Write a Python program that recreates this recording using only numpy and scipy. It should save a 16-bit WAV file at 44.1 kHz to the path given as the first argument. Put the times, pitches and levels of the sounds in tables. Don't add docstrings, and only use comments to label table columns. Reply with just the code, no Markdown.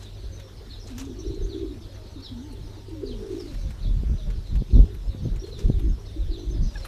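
import sys
import numpy as np
from scipy import signal
from scipy.fft import rfft, irfft, next_fast_len
from scipy.io import wavfile
from scipy.ndimage import uniform_filter1d, map_coordinates

SR = 44100
rng = np.random.default_rng(int(sys.argv[2]) if len(sys.argv) > 2 else 0)


def store_wav(level_fs):
    pcm = np.round(np.clip(np.atleast_2d(level_fs), -1, 1) * 32767)
    wavfile.write(sys.argv[1], SR, pcm.T.astype(np.int16))


N = 302967
T = np.arange(N) / SR


def amp(db):
    return 10 ** (np.asarray(db) / 20)


def unit(x):
    return x / np.sqrt(np.mean(x ** 2) + 1e-20)


def curves(rows, t=T):
    s, *cols = np.transpose(rows)
    return [np.interp(t, s, c) for c in cols]


def wobble(rate, size=N):
    knots = rng.standard_normal(int(size * 200 / SR) + 4)
    return map_coordinates(knots, [np.arange(size) * rate / SR])


def smooth_noise(size, width):
    return unit(uniform_filter1d(rng.standard_normal(size), size=width))


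def filtered(x, response):
    m = next_fast_len(len(x) + 8192)
    return irfft(rfft(x, m) * response(np.fft.rfftfreq(m, 1 / SR)), m)[:len(x)]


def shape(points):
    f, db = np.transpose(points)
    return lambda hz: amp(np.interp(np.log(hz + 1), np.log(f + 1), db))


def noise(points):
    return unit(filtered(rng.standard_normal(N), shape(points)))


def add(track, s, sound):
    part = track[round(s * SR):][:len(sound)]
    part += sound[:len(part)]


def span(rows, fade):
    t = np.arange(rows[0][0], rows[-1][0], 1 / SR)
    return t, np.clip(np.minimum(t - t[0], t[-1] - t) / fade, 0, 1)


def tone(hz):
    return np.sqrt(2) * np.sin(2 * np.pi * (np.cumsum(hz) / SR + rng.random()))


def echoes(x, t60, wet_db):
    t = np.arange(SR // 2) / SR
    tail = rng.standard_normal(len(t)) * amp(-60 * t / t60) * (t > .004)
    return x + amp(wet_db) * signal.fftconvolve(x, tail / np.linalg.norm(tail))[:len(x)]


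def swells(rows, edge):
    return sum(amp(db) * np.exp(-np.abs((T - s) / half) ** edge) for s, half, db in rows)


def chirp(length, first_hz, last_hz):
    u = np.linspace(0, 1, int(length * SR))
    hoarse = .55 + 1.5 * abs(np.log(last_hz / first_hz))
    warble = 1 + hoarse * (.015 * wobble(160, len(u)) + .033 * smooth_noise(len(u), 70))
    rasp = unit(amp(3 * hoarse * wobble(190, len(u))))
    envelope = np.sin(np.pi * u) ** 0.51 * amp(-4.5 * hoarse * u ** 3)
    return envelope * rasp * tone((first_hz + (last_hz - first_hz) * u) * warble)


def notes(calls, waver, tremor_db, wet_db):
    out = np.zeros(N)
    for rows in calls:
        t, edge = span(rows, fade=0.0055)
        hz, db = curves(rows, t)
        level = edge * amp(db + tremor_db * wobble(55.0, len(t)))
        add(out, t[0], level * tone(hz * (1 + waver * wobble(30.34, len(t)))))
    return echoes(out, t60=0.46, wet_db=wet_db)


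# middle t/s, half length t/s, push level/dB, flutter level/dB relative to the push
GUSTS = [(0.26, 0.056, -36.5, -36), (1.29, 0.037, -36, -16), (1.442, 0.052, -28, -15),
         (1.683, 0.082, -38, -36), (3.14, 0.11, -39.5, -30), (3.62, 0.094, -32, -8.5),
         (3.914, 0.098, -22, -12.5), (4.103, 0.076, -22.5, -18.5), (4.328, 0.093, -31.5, -7),
         (4.563, 0.054, -20, -12.5), (4.784, 0.06, -14, -11), (5.099, 0.023, -25.5, -32),
         (5.345, 0.05, -25.5, -13), (5.665, 0.02, -15, -16), (5.757, 0.056, -21, -21),
         (5.885, 0.06, -20, -13), (6.261, 0.065, -25, -29), (6.38, 0.021, -36, -28),
         (6.521, 0.048, -26.5, -10), (6.633, 0.049, -22, -14.5), (6.805, 0.049, -30.5, -28)]
# t/s, peak level/dB
SLAPS = [(1.436, -30), (3.851, -30), (4.0356, -20.5), (4.0979, -26.5), (4.622, -18.5), (4.733, -27),
         (4.7696, -15.5), (4.7933, -13.5), (5.149, -25), (5.255, -17.5), (5.261, -19), (5.701, -9),
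         (5.88, -31)]
# t/s, level/dB
BREEZE = [(0, -43), (1.0, -39), (1.8, -40.5), (2.4, -41), (3.4, -41.5), (3.8, -42), (5.2, -33),
          (6.87, -39.5)]
# f/Hz, level/dB per Hz
BUFFET = [(15, -18.5), (35, 4.5), (55, 1.5), (90, -9.5), (140, -25), (300, -82)]
# f/Hz, level/dB per Hz
FLUTTER = [(50, -46), (90, -0.5), (130, -1.5), (200, -7.5), (350, -24), (700, -40), (1500, -62),
           (4000, -92)]
GUST_EDGE = 3.5
BREEZE_FLUTTER_DB = -12.5
SLAP_S, SHAKE_S, SHAKE_DB = 0.0013, 0.022, -13.5


def wind():
    breeze = amp(curves(BREEZE)[0])
    strength = breeze + swells([row[:3] for row in GUSTS], GUST_EDGE)
    sharp = amp(BREEZE_FLUTTER_DB) * breeze
    sharp = sharp + swells([(s, half, db + rel_db) for s, half, db, rel_db in GUSTS], GUST_EDGE)
    sharp = sharp + swells([(s, SHAKE_S, db + SHAKE_DB) for s, db in SLAPS], 0.95)

    lumps_db = 4.7 * wobble(18)
    eddies = noise(BUFFET)
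    swing = np.abs(signal.hilbert(eddies, next_fast_len(N))[:N]) + .3
    push = unit(eddies / swing ** 0.43 * amp(0.32 * lumps_db))
    flutter = unit(noise(FLUTTER) * amp(0.63 * lumps_db + 3.1 * wobble(45)))

    slaps, t = np.zeros(N), np.arange(-SR // 50, SR // 50) / SR
    u = t / SLAP_S
    pulse = -(1 - u * u) / (1 + u * u) ** 2 * np.hanning(len(t))
    for s, peak_db in SLAPS:
        add(slaps, s + t[0], amp(peak_db) * pulse)
    return strength * push + sharp * flutter + slaps


# f/Hz, level/dB per Hz
YARD = [(65, -49), (110, -7.5), (149, -16), (280, -12), (373, -10.5), (466, -17), (759, -24), (2180, -31),
        (4100, -29), (7710, -39.5), (13100, -43.5), (14200, -43)]
YARD_DB = -50.5


def yard():
    z = signal.stft(noise(YARD), nperseg=512)[2]
    across_pitch = uniform_filter1d(rng.standard_normal(z.shape), size=7, axis=0)
    patches = unit(uniform_filter1d(across_pitch, size=8, axis=1))
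    hiss = signal.istft(z * amp(2.3 * patches), nperseg=512)[1][:N]
    return amp(YARD_DB + 0.043 * wobble(1.52)) * unit(hiss)


# f/Hz, level/dB rms
HUM = [(99.5, -46)]


def hum():
    return sum(amp(db + 2.4 * wobble(12)) * tone(hz * (1 + 0.0054 * wobble(2.99))) for hz, db in HUM)


# t/s, low chatter level/dB, high chatter level/dB
FLOCK = [(0.0, -61.5, -64.5), (6.1, -62.5, -69), (6.87, -59.5, -54.5)]


def chatter(level_db, centre_hz, spread, fall, count):
    out = np.zeros(N)
    for when, pitch, size, length in rng.random((count, 4)):
        hz = centre_hz * (1 + spread * (2 * pitch - 1))
        call = chirp(.025 + .05 * length, hz * (1 + fall), hz * (1 - fall))
        add(out, when * N / SR, amp(12 * size) * call)
    return amp(level_db) * unit(echoes(out, t60=.3, wet_db=-2))


def flock():
    low_db, high_db = curves(FLOCK)
    low = chatter(low_db, 3850, .12, 0.1185, count=220)
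    return low + chatter(high_db, 5600, 0.14, 0.039, count=200)


# t/s, scratch level/dB before its fade, knock level/dB relative to the scratch, scratch centre f/Hz
TICKS = [(0.029, -49, -21, 6300), (0.396, -52.5, 8, 5860), (0.87, -44.5, -18, 6350),
         (0.9795, -37.5, -2, 6200), (0.9805, -47, -11, 12500), (0.996, -38, -6, 6100),
         (1.05, -47, -17, 6240), (1.343, -52, -17, 6350), (2.5234, -53.5, -4, 9640),
         (2.8893, -58, -2, 8360), (3.542, -60.5, 15.5, 6570), (3.705, -55.5, 10.5, 8100),
         (4.301, -55, 11, 6250), (4.553, -58, 15.5, 7200), (4.7, -48, -16, 3900), (4.9446, -54.5, 6, 12000),
         (5.3585, -54, 7, 7320), (5.5883, -41.5, -1, 5800), (5.7931, -52, 5, 11800),
         (6.8498, -44.5, 8, 10800), (6.848, -36, -18, 1300)]
# middle t/s, half length t/s, level/dB
RUSTLE = [(.02, 0.045, -57.5), (.9, 0.039, -53.5), (1.012, 0.034, -47.5), (3.42, 0.28, -56),
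          (5.48, 0.024, -55), (5.615, 0.032, -53), (6.81, 0.082, -53.5)]
# f/Hz, level/dB per Hz
GRIT = [(900, 9.5), (1800, 3.5), (3000, 5), (6000, 2.5), (10000, -6), (14000, -11.5)]
STIR_DB = -72.5


def ticks():
    out, t = np.zeros(N), np.arange(SR // 8) / SR
    for s, db, body_db, hz in TICKS:
        scratch = filtered(rng.standard_normal(len(t)), lambda f: 1 / (1 + ((f - hz) / (0.17 * hz)) ** 2))
        dull = shape([(500, 3), (1100, 6.5), (2600, 8.0), (8000, -8.5)])
        knock = filtered(rng.standard_normal(len(t)), dull)
        fade = amp(db - 60 * t / 0.068) * (1 - np.exp(-t / 0.002))
        add(out, s, fade * (unit(scratch) + amp(body_db) * unit(knock)))

    flicker_db = 2.1 * wobble(120) + 2.7 * smooth_noise(N, 40)
    shuffle = (amp(STIR_DB) + swells(RUSTLE, edge=1.3)) * amp(flicker_db)
    for when, size in rng.random((90, 2)):
        grain = np.exp(-((t - .02) / .005) ** 2)
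        add(shuffle, when * N / SR, amp(-72 + 15 * size ** 3) * grain)
    return out + shuffle * noise(GRIT)


# t/s, length t/s, first f/Hz, last f/Hz, level/dB before envelope and echo
CHIRPS = [(0.017, 0.091, 4240, 3340, -54), (0.316, 0.059, 6100, 6150, -56), (0.692, 0.082, 4600, 3230, -48),
          (0.796, 0.066, 5910, 4800, -53), (0.855, 0.074, 4270, 3800, -57),
          (1.187, 0.041, 6030, 6130, -51.5), (1.186, 0.022, 5700, 5600, -51),
          (1.266, 0.013, 5530, 5670, -50), (1.32, 0.093, 4340, 3870, -56.5),
          (1.416, 0.051, 6030, 6590, -54.5), (1.651, 0.091, 4530, 3310, -60),
          (1.903, 0.035, 4300, 4100, -62), (1.485, 0.086, 4680, 3070, -49), (2.22, 0.078, 4580, 3200, -45),
          (2.228, 0.048, 5660, 4920, -50.5), (3.056, 0.092, 4690, 2880, -48.5),
          (3.38, 0.06, 5780, 4200, -49.5), (3.47, 0.034, 3700, 4500, -54),
          (3.818, 0.066, 4540, 3165, -49.5), (4.18, 0.029, 4210, 3580, -56),
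          (4.466, 0.072, 4300, 3460, -56), (4.755, .012, 5860, 5670, -56),
          (4.724, 0.063, 4400, 3280, -52.5), (5.065, 0.023, 4970, 5230, -58),
          (5.084, 0.086, 4200, 3400, -57.5), (5.23, 0.024, 6150, 6200, -57),
          (5.388, 0.048, 5440, 5780, -52), (5.433, 0.031, 4310, 4010, -50),
          (5.511, 0.079, 4370, 3260, -48.5), (5.682, 0.11, 4340, 2810, -61), (5.88, 0.042, 6400, 6400, -63),
          (5.912, 0.044, 5600, 5000, -63), (5.986, 0.055, 5800, 5700, -64), (6.06, .015, 5500, 4900, -55),
          (6.192, .05, 4300, 3280, -60), (6.046, 0.074, 4390, 3170, -56), (6.307, 0.086, 4680, 2930, -49),
          (6.383, 0.031, 3890, 4100, -51), (6.5, 0.027, 6090, 6230, -56), (6.619, 0.044, 5900, 6480, -57.5),
          (6.761, 0.049, 5820, 5060, -58), (6.817, 0.048, 4200, 3980, -50)]


def sparrows():
    out = np.zeros(N)
    for s, length, first_hz, last_hz, db in CHIRPS:
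        call = np.pad(chirp(length, first_hz, last_hz), (0, SR // 2))
        ring_s = .4 * (3800 / max(last_hz, 3800)) ** 3
        add(out, s, amp(db) * echoes(call, t60=ring_s, wet_db=-2.5))
    return out


# t/s, level/dB at the height of the puff before echo, starting f/Hz
GRUNTS = [(0.238, -47.5, 394), (0.44, -48.5, 377), (0.608, -45.5, 420), (0.671, -46, 244),
          (0.784, -48, 413), (1.811, -44.5, 357), (1.857, -56, 353), (2.02, -44, 392), (2.158, -37.5, 279),
          (2.186, -46, 390), (2.531, -42.5, 400), (2.573, -47, 359), (2.642, -47, 302), (2.676, -42.5, 376),
          (2.882, -38.5, 384), (5.329, -42.5, 373), (5.979, -44, 406), (6.161, -36, 325)]


def grunts():
    out, t = np.zeros(N), np.arange(SR // 10) / SR
    u = t / 0.0048
    for s, db, hz in GRUNTS:
        add(out, s, amp(db) * u * np.exp(1 - u) * tone(hz * (1 - 1.7 * t)))
    return echoes(out, t60=0.23, wet_db=0.5)


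# t/s, length t/s, nominal f/Hz, level/dB before tremor and echo
HOOTS = [(.3, 0.049, 514, -58), (.39, 0.11, 512, -54.5), (1.89, 0.071, 519, -55), (1.95, 0.15, 603, -58.5),
         (2.95, 0.11, 511, -52), (3.48, 0.054, 538, -55), (3.58, 0.11, 519.4, -55),
         (3.84, 0.063, 590, -55.5), (4.18, 0.12, 580, -56.5), (5.1, .12, 504, -56),
         (6.13, 0.11, 526, -55.5), (6.52, 0.15, 561, -60), (6.68, 0.047, 569, -58),
         (6.72, 0.19, 519, -57.5)]


def doves():
    calls = [[(s, 1.1 * hz, db), (s + length, .985 * hz, db)] for s, length, hz, db in HOOTS]
    return notes(calls, waver=.012, tremor_db=1.5, wet_db=-8)


# t/s, f/Hz, level/dB, before waver, tremor and echo
GLIDES = [
    [(.9, 268.5, -43), (.95, 235.2, -41.5), (1.0, 273.4, -43.5), (1.08, 278.6, -43), (1.13, 233.3, -44.5),
     (1.19, 317, -49), (1.26, 335, -42)],
    [(1.66, 302.8, -50), (1.74, 259.5, -49.5), (1.83, 207, -50)],
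    [(2.31, 260, -44), (2.35, 238, -40), (2.39, 241, -39), (2.43, 296.5, -41.5), (2.49, 295, -40.5),
     (2.55, 212, -50)],
    [(2.88, 363.3, -49), (2.93, 322.6, -39), (3.0, 291.5, -42), (3.08, 257.5, -44), (3.18, 214, -44.5),
     (3.25, 184.4, -49)],
    [(6.62, 206.6, -52), (6.67, 222.7, -43.5), (6.76, 210, -58)],
]


def glides():
    return notes(GLIDES, waver=.026, tremor_db=2.8, wet_db=-11)


# t/s, f/Hz before throb jitter, level/dB before the throat filter
ROLLS = [
    [(1.043, 361, -41), (1.08, 384.3, -39.5), (1.15, 351, -46.5), (1.2, 350, -37), (1.23, 333, -59)],
    [(1.233, 345, -39), (1.265, 364.3, -32.5), (1.38, 400, -34.5), (1.46, 390.6, -35.5), (1.52, 357, -35),
     (1.56, 346, -31), (1.67, 348.7, -33.5), (1.73, 303, -42.5), (1.78, 285, -52)],
    [(3.0, 368, -37), (3.033, 381.5, -29), (3.1, 409.5, -37.5), (3.19, 402.5, -41.5), (3.235, 395, -33.5),
     (3.28, 380, -39), (3.3, 368.4, -30), (3.39, 347, -34), (3.46, 311, -38.5), (3.58, 239, -49)],
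    [(4.678, 363, -54), (4.715, 366, -39.5), (4.85, 387.4, -42.5), (4.93, 377, -44), (5.02, 329, -56)],
    [(5.41, 365, -40), (5.44, 388, -34), (5.55, 407, -47), (5.65, 398, -38), (5.78, 352, -43),
     (5.86, 305, -35.5), (5.95, 279, -50.5)],
    [(6.283, 372, -32), (6.315, 367, -36), (6.42, 368, -40), (6.56, 349, -41.5), (6.62, 300, -59)],
]
THROBS_PER_S = [26.4, 28.88, 26.42, 25.3, 25.93, 26.82]
FIRST_THROB_S = 0.033
DOUBLES_BY = 0.38


def rolls():
    out = np.zeros(N)
    for rows, rate in zip(ROLLS, THROBS_PER_S):
        t, edge = span(rows, fade=0.0093)
        hz, db = curves(rows, t)
        uneven_rate = rate * (1 + .085 * wobble(25, len(t)))
        beat = np.cumsum(uneven_rate) / SR + .5 - rate * FIRST_THROB_S

        each = rng.standard_normal((99, 2))[np.round(2 * beat).astype(int)]
        between = np.clip((t - t[0]) / (t[-1] - t[0]) / DOUBLES_BY, .3, .75)
        main_throb = np.sin(np.pi * beat) ** 8
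        extra_throb = between * amp(2.5 * each[:, 0]) * np.cos(np.pi * beat) ** 8
        throb = (.07 + main_throb + extra_throb) * amp(2.2 * wobble(50, len(t)))

        bend = .07 * np.sin(4 * np.pi * beat) + .045 * each[:, 0] + .03 * wobble(150, len(t))
        voice = throb * np.sign(each[:, 1] + .1) * tone(hz * (1 + bend))
        add(out, t[0], edge * amp(db) * unit(echoes(voice, t60=.12, wet_db=-9)))
    return filtered(out, shape([(120, 2), (230, 3.0), (460, -4), (650, 0), (1200, -43)]))


# t/s, f/Hz, level/dB
DRONE = [(1.95, 934, -73), (2.2, 898, -68), (2.55, 883, -65), (3.0, 904, -70)]


def drone():
    return notes([DRONE], waver=.03, tremor_db=3, wet_db=-3)


SQUEAK_TONE = [7, 16, 4, 2]
SQUEAK_S, SQUEAK_LENGTH_S = 6.752, 0.031
SQUEAK_HZ, SQUEAK_SAG = 830, 0.03
SQUEAK_DB = -60


def squeak():
    out, u = np.zeros(N), np.linspace(0, 1, int(SQUEAK_LENGTH_S * SR))
    hz = SQUEAK_HZ * (1 - SQUEAK_SAG * u + 0.012 * wobble(110, len(u)))
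    level = np.sin(np.pi * u) * amp(SQUEAK_DB + 4.5 * wobble(140, len(u)))
    voice = sum(amp(db) * tone(hz * k) for k, db in enumerate(SQUEAK_TONE, start=1))
    add(out, SQUEAK_S, level * voice)
    return out


def scene():
    background = wind() + yard() + hum() + drone()
    small_sounds = flock() + ticks() + sparrows() + squeak()
    pigeons = grunts() + doves() + glides() + rolls()
    return (background + small_sounds + pigeons)[None]


TOP_HZ = 14100


def record(dry):
    return filtered(dry[0], lambda hz: hz < TOP_HZ)[None]


dry = scene()
out = record(dry)
store_wav(out)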